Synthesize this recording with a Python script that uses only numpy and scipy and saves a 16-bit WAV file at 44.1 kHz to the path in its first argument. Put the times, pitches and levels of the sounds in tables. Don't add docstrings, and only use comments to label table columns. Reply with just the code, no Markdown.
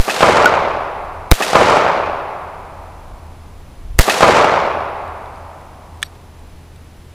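import sys
import numpy as np
from scipy import signal
from scipy.io import wavfile
from scipy.ndimage import uniform_filter1d

SR = 44100
rng = np.random.default_rng(int(sys.argv[2]) if len(sys.argv) > 2 else 0)


def gain_from_decibels(decibels):
    exponent = np.asarray(decibels, float) / 20
    return 10 ** exponent


def dump_mix(stems):
    frames = np.atleast_2d(stems).T
    limited = np.clip(frames, -1, 1)
    pcm = np.round(limited * 32767).astype(np.int16)
    wavfile.write(sys.argv[1], SR, pcm)


N = 314852


def noise(count):
    return rng.standard_normal(count)


def evened(x):
    return x / np.sqrt(np.mean(x ** 2) + 1e-20)


def read(points, x):
    place, value = np.transpose(points)
    return np.interp(np.log(x + 1), np.log(place + 1), value)


def add(mix, s, sound):
    start = round(s * SR)
    skipped = max(-start, 0)
    part = mix[max(start, 0):][:max(len(sound) - skipped, 0)]
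    part += sound[skipped:][:len(part)]


def band(x, order, low_hz, high_hz):
    return signal.sosfilt(signal.butter(order, [low_hz, high_hz], "bandpass", fs=SR, output="sos"), x)


def colour(x, spectrum, loss, size):
    hz, t, z = signal.stft(x, SR, nperseg=size)
    shape = evened(gain_from_decibels(read(spectrum, hz)))
    loss_db = read(loss, hz)[:, None] * (t - 1 / 4)
    return signal.istft(z * gain_from_decibels(-loss_db) * shape[:, None], SR, nperseg=size)[1][:len(x)]


def rings(modes, t):
    return sum(gain_from_decibels(db - 60 * t / t60) * np.sin(2 * np.pi * hz * t) for hz, db, t60 in modes)


def struck(modes, length):
    t = np.arange(4000) / SR
    count = round(length * SR)
    scrape = noise(2000)[:count] * signal.windows.tukey(count, .3)
    return signal.fftconvolve(scrape / np.linalg.norm(scrape), rings(modes, t))


# pitch in Hz, strength in dB per Hz.
WASH_COLOUR = [(70, -8), (110, 0.5), (160, -10), (330, -12.5), (1100, -23.5), (2000, -26), (5000, -33.5),
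               (9000, -38.5), (12000, -41.5), (15500, -41)]


def far_wash():
    return gain_from_decibels(-42.5) * evened(colour(noise(N), WASH_COLOUR, [(100, 0.008), (200, 0.02)], size=1024))


# pitch in Hz, strength in dB per Hz.
INSECT_COLOUR = [(9000, -35), (9900, 0), (10500, 0), (11000, 0), (11500, -37.5)]


def insects():
    return gain_from_decibels(-67) * evened(colour(noise(N), INSECT_COLOUR, [(100, 0), (200, 0.0068)], size=256))


def engine_hum():
    hum_hz, hum_db = 80.6, -41.5
    pitch_waver, level_waver = evened(uniform_filter1d(rng.standard_normal((2, N)), 2500))
    turns = np.cumsum(hum_hz + 2.2 * pitch_waver) / SR
    return np.sqrt(2) * gain_from_decibels(hum_db + 2.5 * level_waver) * np.sin(2 * np.pi * turns)


# peak in seconds, level in dB, swell in seconds, drop in seconds.
GUSTS = [
    (.7, -41, .1, 0.136),
    (1.2, -35, .25, .08),
    (1.62, -33, 0.1, .08),
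    (3.1, -35.5, 0.33, 0.15),
    (3.96, -26, 0.22, 0.032),
]


def breeze():
    t = np.arange(N) / SR
    lull_db, lumps_db = -45, 1.5
    power = gain_from_decibels(lull_db + lumps_db * evened(uniform_filter1d(noise(N), size=6000))) ** 2
    for s, db, swell, drop in GUSTS:
        shape = np.where(t < s, (s - t) / swell, (t - s) / drop)
        power = power + gain_from_decibels(db) ** 2 * np.exp(-2 * shape)
    return np.sqrt(power)


def wind():
    return evened(band(noise(N), 2, 14, 55)) * breeze()


def air():
    return far_wash() + insects() + engine_hum() + wind()


# pitch in Hz, level in dB, time to die by 60 dB in seconds.
SLIDE = [(1430, -36, 0.0076), (1840, -8, 0.011), (2450, -9.5, 0.0063), (3460, -5.5, 0.0087),
         (3926, -3.5, 0.0085), (4760, -6.5, 0.0073), (5610, -25, 0.037), (6320, -12, 0.0061),
         (8100, -7, 0.00605), (9370, -16, 0.008), (11400, -24, 0.0061)]
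# pitch in Hz, level in dB, time to die by 60 dB in seconds.
SPRING = [(3300, -8, .006), (3900, -1.5, .008), (4440, -1, 0.022), (5620, -12, .06), (8300, 0, .005),
          (11600, 0, .008)]
# start in seconds, level in dB, scrape length in seconds, brightness in dB per octave.
CLICKS = [(6.0278, -7, 0.00075, -2.5), (6.0283, -8.5, 0.00059, 5.5), (6.0299, -10.5, 0.0009, 1),
          (6.0323, -14.5, 0.0038, -5), (6.019, -33.5, .002, 8), (6.145, -36, .02, -4.5),
          (5.0784, -39, 0.0017, 3), (5.258, -41, .002, 0), (5.3581, -41.5, .002, 3),
          (5.612, -46, 0.0024, 6.5), (5.9739, -42.5, .002, 1), (6.39, -50, 0.0054, 8),
          (6.76, -48, 0.0034, 9)]


def slide_clicks():
    out = np.zeros(N)
    for s, db, length, tilt_db in CLICKS:
        modes = [(hz, db + mode_db + tilt_db * np.log2(hz / 3000), t60) for hz, mode_db, t60 in SLIDE]
        add(out, s, struck(modes, length))
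    spring_s, spring_db = 6.041, -32
    add(out, spring_s, gain_from_decibels(spring_db) * struck(SPRING, 0.03))
    return band(out, 3, 1100, 11500)


# pitch in Hz, level in dB, time to die by 60 dB in seconds.
CASE = [(900, -13, 0.032), (1467, 6, 0.072), (2210, 3, 0.0052), (3290, -8, 0.0065), (4240, 1.5, 0.0052),
        (6380, -12, 0.0044), (9400, -26, 0.0065), (13300, -17, .004)]


def spent_case():
    out = np.zeros(N)
    case_s, case_db = .4565, -3.5
    add(out, case_s, gain_from_decibels(case_db + 1.0) * struck(CASE, 0.0035))
    add(out, case_s + 0.00127, gain_from_decibels(case_db) * struck(CASE, 0.00092))
    return out


EDGE_S = .232

# delay in seconds, low part in dB, bright part in dB, time to die by 60 dB in seconds.
SLAPS = [(.056, -28, -51, 0.048), (.085, -16, -42.5, 0.061), (.0904, -8, -26, 0.12),
         (0.1067, -23, -13, 0.2), (.175, -12, -31, .044), (.218, -1, -13, 0.0364), (0.234, -3, -21, .04),
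         (0.2377, 9, -23.5, 0.049), (0.2522, 5, -28.5, 0.02), (.29, -5, -25, 0.27),
         (.7845, -22, -46, 0.0186)]


def envelope(rule, delay, axis):
    near_db, near_fall, climb, edge, top_db, deep, fade, far_db, far_fade = rule
    knee_s = 0.032
    faded_db = fade * knee_s * np.logaddexp(0, (delay - deep) / knee_s)
    inside = gain_from_decibels(top_db - faded_db) ** 2 + gain_from_decibels(far_db - far_fade * delay) ** 2
    field_db = -9.5 * (axis == 1)
    before_db = np.where(delay < EDGE_S, field_db, 0) - climb * np.maximum(edge - delay, 0)
    power = gain_from_decibels(near_db - near_fall * delay) ** 2 + inside * gain_from_decibels(before_db) ** 2
    for slap in SLAPS:
        since = delay - slap[0]
        power = power + (since > 0) * gain_from_decibels(slap[axis] - 60 * np.maximum(since, 0) / slap[3]) ** 2
    return np.sqrt(power)


# pitch in Hz, strength in dB per Hz.
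LEAF_COLOUR = [(800, -12), (1600, 6), (2500, 2.5), (4000, 0.5), (7000, -5.5), (11000, -15.5), (15500, -33),
               (17000, -31)]
# pitch in Hz, loss in dB per second.
AIR_LOSS = [(1500, -4), (3000, 10), (6000, 20), (10000, 42.5), (15000, 111)]
# ground scatter in dB, its fall in dB per second,
# climb in dB per second, edge in seconds, top in dB, fade start in seconds, fade in dB per second,
# far wood in dB, its fade in dB per second.
LEAVES = (-3, 421, 160, -0.04, -19.5, 0.3659, 41, -55, 15)


def leaf_hiss(delay):
    flutter = gain_from_decibels(2.0 * evened(uniform_filter1d(noise(len(delay)), 200)))
    hiss = colour(noise(len(delay)), LEAF_COLOUR, AIR_LOSS, size=256)
    return hiss * flutter * envelope(LEAVES, delay, axis=2)


# delay in seconds, peak in dB.
REFLECTORS = [(0.0579, -13), (.0999, 8), (0.1775, -28), (.2189, -1.5), (0.2412, -2), (0.255, -12.5),
              (0.2994, 9), (.3088, 2.5), (.3194, 2.5), (.3678, -5), (.3839, 6), (.4074, 4), (0.445, -6),
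              (0.4562, 11.5), (0.4837, -2), (.5515, 1.5), (.566, -1.5), (0.6028, -5), (0.662, -4),
              (0.6875, -7.5), (.7849, -7)]


def single_faces(count):
    gap_s, trunk_db, fade_db_per_s, deep_s = .024, -6.5, 35, 0.47
    place, size = rng.random((count, 2)).T
    s = EDGE_S + .04 + gap_s * (np.arange(count) + place)
    db = trunk_db - 8.3 * size - fade_db_per_s * np.maximum(s - deep_s, 0)
    return list(zip(s, db)) + REFLECTORS


# pitch in Hz, strength in dB per Hz.
WOOD_COLOUR = [(40, -54), (70, -18), (100, -12.5), (170, -6.5), (225, -16.5), (310, -9), (600, -0.5),
               (1300, -5), (1500, -10), (1850, -15.5), (2350, -14.5), (2850, -22), (5000, -36),
               (7000, -57.5)]
# pitch in Hz, loss in dB per second.
WOOD_LOSS = [(60, -11), (150, 25.5), (300, 7.5), (500, 5.5), (900, 0.5), (1500, 5.5), (2500, 6.5),
             (3200, 9)]
# pitch in Hz, strength in dB per Hz.
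BARK_COLOUR = [(1200, -33), (2000, 4), (3000, 24), (4500, -21), (8000, -24), (12000, -40)]
# ground scatter in dB, its fall in dB per second,
# climb in dB per second, edge in seconds, top in dB, fade start in seconds, fade in dB per second,
# far wood in dB, its fade in dB per second.
WOOD = (-2.5, 422, 209, 0.0735, -7.5, 0.4439, 34.5, -11, 14.5)


def wood(delay):
    field = noise(len(delay)) * envelope(WOOD, delay, axis=1)
    ticks = np.zeros(len(delay))
    faces = single_faces(count=30)
    for (s, db), lag in zip(faces, rng.random((len(faces), 3))):
        field[round((s - .006) * SR):round((s - .0015) * SR)] *= gain_from_decibels(-3.5)
        ticks[round((s - .001) * SR)] = gain_from_decibels(db - 18.0)
        lateness = np.cumsum([0, *(0.000405 + 0.00157 * lag)])
        for k, late in enumerate(lateness):
            field[round((s + late - .001) * SR)] += (-1) ** k * gain_from_decibels(db + 8.5 - 2.7 * k)
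    blur = colour(field, WOOD_COLOUR, WOOD_LOSS, size=512)
    return blur + colour(ticks, BARK_COLOUR, AIR_LOSS, size=256)


# pitch in Hz, level in dB, time to die by 60 dB in seconds.
CAR_BODY = [(452, -4, .04), (765, -.5, .04), (1150, -2, .04), (1680, -9, .017)]
# pitch in Hz, level in dB, time to die by 60 dB in seconds.
CAR_PANELS = [(1136, -9, 0.0043), (1830, 3.5, 0.014), (2590, 4.5, 0.019), (3400, -6, .007)]


def car(delay):
    out, t = np.zeros(len(delay)), delay[:4000]
    body_s, far_end_s, panels_s = .0918, .0975, .1085
    add(out, body_s, -rings(CAR_BODY, t))
    add(out, far_end_s, gain_from_decibels(-8) * rings(CAR_BODY[1:], t))
    add(out, panels_s, gain_from_decibels(-3.0) * struck(CAR_PANELS, .001))
    add(out, panels_s + 0.0026, gain_from_decibels(-3.0) * struck(CAR_PANELS, 0.0122))
    return out


def fixed_echo(delay):
    echo = wood(delay) + car(delay)
    bass = signal.sosfiltfilt(signal.butter(2, 183, fs=SR, output="sos"), echo)
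    return echo - bass * np.clip((EDGE_S - delay) / 0.0335, 0, 1)


CRACK_ENDS_S = .0024


def muzzle_crack(t):
    rough = uniform_filter1d(noise(600), size=3) + 1.2 * uniform_filter1d(noise(600), size=12)
    level = gain_from_decibels(15.0 - 9000 * np.maximum(t - CRACK_ENDS_S, 0))
    rise_s = .0007
    return level * np.clip(t / rise_s, 0, 1) ** 2 * evened(rough)


# start in seconds, suction length in seconds, rebound height (full scale 1),
# gain-control duck in dB, ground bounce in dB.
SHOTS = [
    (-.0109, 0.0067, 1.6, 21, -10),
    (1.314, 0.0075, 1.27, 20.5, 8),
    (3.9892, .0068, 1.1, 12, 4.5),
]


def shots():
    delay = np.arange(round(3.1 * SR)) / SR
    t = delay[:600]
    out, echo = np.zeros(N), fixed_echo(delay)
    for s, suction, _, _, bounce_db in SHOTS:
        add(out, s, echo + leaf_hiss(delay))
        add(out, s - .0045, gain_from_decibels(-26.0 + 480 * t[:200]) * noise(200))
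        add(out, s, muzzle_crack(t))
        bounce = evened(uniform_filter1d(noise(600), size=9))
        add(out, s + suction + .0003, gain_from_decibels(bounce_db - 1300 * t) * bounce)
    return out


def scene():
    t = np.arange(N) / SR
    held_db = sum((t > s) * 4.8 * np.exp(-np.maximum(t - s, 0) / 0.22) for s, *_ in SHOTS)
    mono = shots() + slide_clicks() + spent_case() + air() * gain_from_decibels(-held_db)
    return np.array([mono, mono])


def gain_duck(t):
    duck_db = np.zeros(N)
    for s, _, _, depth_db, _ in SHOTS:
        after = np.maximum(t - s, 0)
        duck_db += (after > CRACK_ENDS_S) * depth_db * np.exp(-after / 0.15)
    return duck_db


# seconds after the rebound starts, depth (full scale 1).
SAGS = [
    (.0008, 0.403),
    (.0013, 1.9),
]


def capsule_push(t):
    push = np.zeros(N)
    for s, suction, rebound, _, _ in SHOTS:
        after = np.maximum(t - s, 0)
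        stuck = -.4 * np.clip(after / .0005, 0, 1) - 4 * np.clip((after - .002) / .001, 0, 1)
        held = rebound * np.clip(.5 + (after - suction) / .0012, 0, 1)
        held -= sum(deep * np.exp(-((after - suction - late) / 0.00016) ** 2) for late, deep in SAGS)
        creep = 0.79 * np.exp(-(after - .016) / 0.0077)
        push += np.where(after < suction, stuck, np.where(after < .016, held, creep))
    return push


def channel_difference(mid, duck_db):
    leak = gain_from_decibels(-25) * duck_db / 10 * uniform_filter1d(np.roll(mid, 40) - mid, size=30)
    faint = signal.firwin(61, 9800, fs=SR)
    return leak + gain_from_decibels(-64) * signal.oaconvolve(noise(N), faint, "same")


def band_limit(x):
    return signal.sosfilt(signal.butter(12, 15970, fs=SR, output="sos"), x)


def record(dry):
    t = np.arange(N) / SR
    duck_db = gain_duck(t)
    treble_edge = signal.firwin(101, 15300, fs=SR)
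    heard = signal.oaconvolve(dry[0] * gain_from_decibels(-duck_db), treble_edge, "same")
    mid = np.clip(heard + capsule_push(t), -1, 1)
    side = channel_difference(mid, duck_db)
    mix = np.clip([mid + side, mid - side], -1, 1)
    return band_limit(mix)


dry = scene()
out = record(dry)
dump_mix(out)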